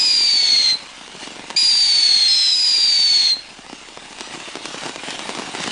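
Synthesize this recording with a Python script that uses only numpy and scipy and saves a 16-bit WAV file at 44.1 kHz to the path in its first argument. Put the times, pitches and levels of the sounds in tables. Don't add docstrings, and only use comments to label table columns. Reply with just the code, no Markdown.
import sys
import numpy as np
from scipy import signal
from scipy.fft import rfft, irfft, next_fast_len
from scipy.io import wavfile
from scipy.ndimage import uniform_filter1d, map_coordinates

SR = 44100
rng = np.random.default_rng(int(sys.argv[2]) if len(sys.argv) > 2 else 0)


def file_out(sig):
    cols = np.atleast_2d(sig).T
    lim = np.clip(cols, -1, 1)
    pcm = np.round(lim * 32767).astype(np.int16)
    wavfile.write(sys.argv[1], SR, pcm)


N = 251811


def amp(db):
    return 10 ** (np.asarray(db) / 20)


def unit(x):
    return x / np.sqrt(np.mean(x ** 2) + 1e-20)


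def along(points, hz):
    f, values = np.transpose(points)
    return np.interp(np.log(hz + 1e-6), np.log(f), values)


def wobble(rate):
    return map_coordinates(rng.standard_normal(int(N * rate / SR) + 4), [np.arange(N) * rate / SR])


def fuzzy_tone(phase, width_hz):
    return (wobble(width_hz) * np.sin(phase) + wobble(width_hz) * np.cos(phase)) / np.sqrt(2)


def filtered(x, response):
    size = next_fast_len(len(x) + SR // 2)
    return irfft(rfft(x, size) * response(np.fft.rfftfreq(size, 1 / SR)), size)[:len(x)]


def coloured(x, points, size=4096):
    gain = amp(along(points, np.fft.rfftfreq(size, 1 / SR)))
    cepstrum = irfft(np.log(gain))
    cepstrum[1:size // 2] *= 2
    cepstrum[size // 2 + 1:] = 0
    return signal.fftconvolve(x, irfft(np.exp(rfft(cepstrum))))[:N]


def patchy(x, depth_db):
    spectra = signal.stft(x, nperseg=512)[2]
    patches = uniform_filter1d(rng.standard_normal(spectra.shape), size=3, axis=0)
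    patches = uniform_filter1d(patches, size=18, axis=1)
    return signal.istft(spectra * amp(depth_db * unit(patches)), nperseg=512)[1][:N]


def background():
    # f/Hz, level/dB
    hum_tones = [(29, -64.5), (60, -66)]
    t = np.arange(N) / SR
    hum = sum(amp(db) * np.sqrt(2) * np.sin(2 * np.pi * hz * t) for hz, db in hum_tones)
    rumble = coloured(rng.standard_normal(N), [(30, -12), (150, -25.5), (1000, -44)])
    waver_db = 4.5 * wobble(49)
    hiss = coloured(rng.standard_normal(N), [(2000, -28.5), (6000, 4.5), (10000, -11), (12000, -42)])
    return hum + amp(-63.5) * unit(rumble) + amp(-58.5 + waver_db) * unit(hiss)


def yard(x):
    # f/Hz, time to fall 60 dB/s
    decay_times = [(150, 0.19), (1000, 0.7), (4000, 0.52), (10000, 0.17)]
    hz, t, spectra = signal.stft(rng.standard_normal(SR // 2), SR, nperseg=256)
    decay = amp(-60 * t / along(decay_times, hz)[:, None])
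    tail = signal.istft(spectra * decay, SR, nperseg=256)[1]
    return signal.fftconvolve(x, np.pad(tail, (600, 0)) / np.linalg.norm(tail))[:N]


def wall(x, delay_s, blur_t60):
    t = np.arange(SR // 8) / SR
    blur = rng.standard_normal(len(t)) * amp(-60 * t / blur_t60)
    return signal.fftconvolve(x, np.pad(blur, (round(delay_s * SR), 0)) / np.linalg.norm(blur))[:N]


def fountain_db(follows, flaring):
    # t/s, level/dB
    heard_levels = [(0, -43.5), (.75, -43.5), (1, -46), (1.5, -43), (1.7, -48.5), (2.1, -45), (2.4, -50),
                    (2.8, -45), (3.6, -47.5), (4.15, -44.5), (4.22, -41), (4.62, -41), (4.75, -39),
                    (4.98, -42), (5.15, -37), (5.5, -37.5), (5.71, -35.5)]
    # peak t/s, gain/dB, rise/s, fall/s
    flares = [(1.24, 6, .04, .06), (4.335, 3.5, 0.034, .04), (4.481, 2.5, .025, .03),
              (4.87, 5.5, .08, .045), (5.075, 4.5, .025, .05), (5.62, 4.5, .035, .07)]
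    usual_db = -43.5
    t = np.arange(N) / SR
    heard_db = np.interp(t, *np.transpose(heard_levels))
    flare_db = sum(db * np.exp(-((t - peak) / np.where(t < peak, rise, fall)) ** 2)
                   for peak, db, rise, fall in flares)
    return follows * (heard_db - usual_db) + flaring * flare_db


def nozzles():
    phase_per_hz = 2 * np.pi * np.arange(N) / SR
    lower = amp(-50 + fountain_db(follows=.4, flaring=.6)) * fuzzy_tone(2840 * phase_per_hz, 200)
    higher = amp(-55 + fountain_db(follows=1.5, flaring=.5)) * fuzzy_tone(3770 * phase_per_hz, 300)
    return np.sqrt(2) * (lower + higher)


def blasts(times, sizes, push_ms, samples=256):
    age = np.arange(samples) * 1000 / SR / push_ms[:, None]
    waves = sizes[:, None] * (1 - age) * np.exp(-age) * (1 - np.exp(-age / .1))
    at = np.round(times * SR).astype(int).clip(0)[:, None] + np.arange(samples)
    return np.bincount(at.ravel(), waves.ravel(), minlength=N)[:N]


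def shower(count, spread_db, push_ms):
    when, size, length = rng.random((count, 3)).T
    return when * N / SR, amp(-spread_db * size), push_ms * 2 ** (2 * length - 1)


def fountain_spray():
    # f/Hz, gain/dB
    hiss_colour = [(240, -20), (400, -13.5), (568, -0.5), (973, -6.5), (1520, -7), (2820, -5.5),
                   (3140, -6.5), (9600, -17.5), (10000, -22.5), (13000, -41.5), (22000, -120)]
    sparks = unit(blasts(*shower(count=3500, spread_db=7.5, push_ms=.048)))
    fizz = patchy(coloured(rng.standard_normal(N) + .46 * sparks, hiss_colour), depth_db=2.5)
    fizz = filtered(fizz, lambda hz: hz ** 2 / (hz ** 2 + 650 ** 2))
    sputter_db = .9 * wobble(90)
    return amp(-37.7 + fountain_db(follows=.96, flaring=.86) + sputter_db) * unit(fizz)


def with_echoes(times, sizes, push_ms, echo_db, spread_s, count=8):
    late, strength = rng.random((len(times), 2, count)).transpose(1, 0, 2)
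    delays = .001 - spread_s * np.log(1 - late)
    echo_sizes = amp(echo_db) * sizes[:, None] * (2 * strength - 1) * np.sqrt(1 - late)
    echoes = blasts((times[:, None] + delays).ravel(), echo_sizes.ravel(), np.repeat(push_ms, count))
    return blasts(times, sizes, push_ms) + echoes


def lesser_stars(level_db, count):
    gain_db = fountain_db(follows=.9, flaring=.4)
    tally = np.cumsum(amp(gain_db))
    when, sizes, push_ms = shower(count, spread_db=1.5, push_ms=.53)
    at = np.searchsorted(tally / tally[-1], when * SR / N).clip(0, N - 1)
    return at / SR, sizes * amp(level_db + gain_db[at]), push_ms


def crackling_stars():
    # t/s, blast level/dB, length of the pressure push/ms
    loud_stars = [(0.2091, -15, 0.31), (0.2347, -12.5, .34), (1.0122, -17, 0.5), (1.0789, -14, .3),
                  (1.151, -16, 0.95), (1.2743, -10.5, .5), (1.306, -17.5, 0.46), (1.359, -14, 0.25),
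                  (1.3654, -16, .44), (1.3945, -12.5, 0.6), (1.441, -17, 1), (1.5032, -4, 0.25),
                  (1.5086, -7.5, .32), (1.55, -17, 1), (1.7536, -9, 0.15), (2.7828, -19, 0.6),
                  (3.3676, -17, 0.67), (3.59, -18.5, 0.68), (3.665, -17, 0.42), (3.6988, -14, 0.58),
                  (3.7299, -10.5, 0.53), (3.8867, -15.5, .3), (3.974, -10, 0.51), (4.1285, -13.5, 0.26),
                  (4.1868, -10, 0.22), (4.2087, -1, 0.14), (4.213, -17, 1), (4.3559, -13, 0.4),
                  (4.4851, -11.5, 0.52), (4.555, -4, 0.34), (4.5702, -9.5, .55), (4.656, -1.5, .2),
                  (4.7445, -7.5, 0.63), (4.8362, -6, 0.27), (4.856, -9, 0.68), (4.8628, -4, 0.44),
                  (4.8946, -7, 0.42), (4.96, -6, 0.33), (5.0353, -8.5, 0.58), (5.085, -8, 0.65),
                  (5.106, -2, 0.11), (5.193, -3.5, 0.23), (5.293, -1, .36), (5.3027, -6.5, .28),
                  (5.351, -4.5, 0.23), (5.3737, -7, 0.53), (5.3877, -4, 0.32), (5.3963, -6.5, 0.65),
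                  (5.421, -8.5, 0.51), (5.4375, -13, 0.59), (5.5503, -3.5, 0.33), (5.604, -5, .14),
                  (5.6389, 0, .11), (5.6764, -2, 0.26), (5.6801, -5.5, .75)]
    # f/Hz, gain/dB
    lawn_bounce = [(40, -34), (90, -17), (140, -6), (290, 2.5), (430, -0.5), (570, -4), (930, 2),
                   (1400, -4), (2500, 0), (5000, 4), (10000, 1)]
    # f/Hz, gain/dB
    dull_colour = [(40, -37), (90, -12.5), (150, -5), (280, 0), (420, -4.5), (570, -7), (900, 3),
                   (1400, -14), (2500, -16.5), (5000, -17.5), (10000, -32.5)]
    times, db, push_ms = np.transpose(loud_stars)
    loud = with_echoes(times, amp(db), push_ms, echo_db=-6, spread_s=.003)
    lesser = with_echoes(*lesser_stars(level_db=-20, count=80), echo_db=-6.5, spread_s=.0039)
    small = with_echoes(*shower(count=1000, spread_db=13, push_ms=.5), echo_db=-5, spread_s=.00513)
    stream = amp(-45.5 + fountain_db(follows=1, flaring=.71)) * unit(coloured(small, dull_colour))
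    return coloured(loud + lesser, lawn_bounce) + stream


def whistle(tube, tone_db, rasp_db, jitter, waver, flutter_db):
    # f/pitch, gain/dB
    rasp_colour = [(.12, -34.5), (.2, -19.5), (.27, -26), (.4, -13.5), (.55, -9.5), (.7, -8), (.8, -1.5),
                   (.88, -2), (1, 0), (1.13, -8), (1.3, -12.5), (1.45, -4.5), (1.72, -19), (2, -17.5),
                   (2.25, -29)]
    (start, end, first_hz, last_hz, hold, droop, level_db,
     swell, fade, octave_db, mode_db, steepening, cold) = tube
    t = np.arange(N) / SR
    age, left = t - start, end - t
    lit = np.clip(age / .0021 + 1, 0, 1)
    weak_db = 5 * (np.clip(1 - age / swell, 0, 1) + np.clip(1 - left / fade, 0, 1))
    blowing = np.clip(left / .047, 0, 1)
    ringing = np.clip(left / .02 + 1, 0, 1)

    burnt = np.clip((age - hold) / (end - start - hold), 0, 1)
    period = (1 - burnt) / first_hz + burnt / last_hz
    last_droop = 1 - droop * np.exp(-left.clip(0) / .032)
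    warm_up = 1 - cold * .06 * np.exp(-age.clip(0) / .0025)
    hz = last_droop / period * warm_up
    cycles = np.cumsum(hz * (1 + jitter * wobble(700) + waver * wobble(45))) / SR
    phase = 2 * np.pi * cycles

    uneven_db = octave_db + 5.5 * burnt + cold * 20 * np.exp(-age.clip(0) / .055)
    halves = amp(uneven_db) * (fuzzy_tone(phase / 2, 120) + amp(-4) * fuzzy_tone(1.5 * phase, 160))
    lower_mode = amp(mode_db) * fuzzy_tone(.81 * phase, 150)
    wave = np.sin(phase) + blowing * (halves + lower_mode)
    wave = wave + steepening * filtered(wave ** 2, lambda f: f > 650)

    jet = filtered(rng.standard_normal(N), lambda f: amp(along(rasp_colour, f / first_hz)))
    sliding_jet = map_coordinates(jet, [cycles * SR / first_hz])
    rasp = unit(patchy(sliding_jet, depth_db=.5))
    voice = amp(tone_db) * np.sqrt(2) * wave * ringing + amp(rasp_db) * rasp * blowing
    return lit * amp(level_db - weak_db + flutter_db * wobble(170)) * voice


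def whistling_tubes():
    # lit t/s, spent t/s, first f/Hz, last f/Hz before the droop, pitch hold/s, droop/share,
    # gain/dB, swell/s, fade/s, octave below/dB, lower mode/dB, steepening/0-1, cold start/0-1
    tubes = [(-0.01, 0.752, 5024, 4107, 0.0011, 0, -20.5, 0.01, 0.025, -22, -21, 0.11, 0.45),
             (1.564, 2.54, 4849, 4016, 0.055, .022, -19.5, 0.0029, 0.37, -27, -18, .18, 0.99),
             (2.282, 3.338, 5176, 4245, 0.15, .035, -20.5, 0.44, 0.0067, -25.5, -15.5, 0.1, 0)]
    shriek = sum(whistle(tube, tone_db=5, rasp_db=-3.5, jitter=.0107, waver=.0035, flutter_db=.56)
                 for tube in tubes)
    near_echo = amp(-15.5) * wall(shriek, delay_s=.028, blur_t60=.019)
    far_echo = amp(-24) * wall(shriek, delay_s=.077, blur_t60=.042)
    return shriek + near_echo + far_echo


def scene():
    whistles = whistling_tubes()
    whistles = whistles + amp(-21) * yard(whistles)
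    pops = crackling_stars()
    pops = pops + amp(-15) * yard(pops)
    mono = whistles + pops + fountain_spray() + nozzles() + background()
    return np.array([mono, mono])


def record(dry):
    threshold_db, ceiling, top_hz = -8, .6, 10180
    loudness = np.sqrt(np.abs(uniform_filter1d(dry ** 2, size=800, axis=1)))
    held = dry / (1 + (loudness / amp(threshold_db)) ** 4) ** (1 / 4)
    rounded = held / (1 + np.abs(held / ceiling) ** 6) ** (1 / 6)
    return np.array([filtered(channel, lambda hz: np.clip((top_hz - hz) / 150, 0, 1))
                     for channel in rounded])


dry = scene()
out = record(dry)
file_out(out)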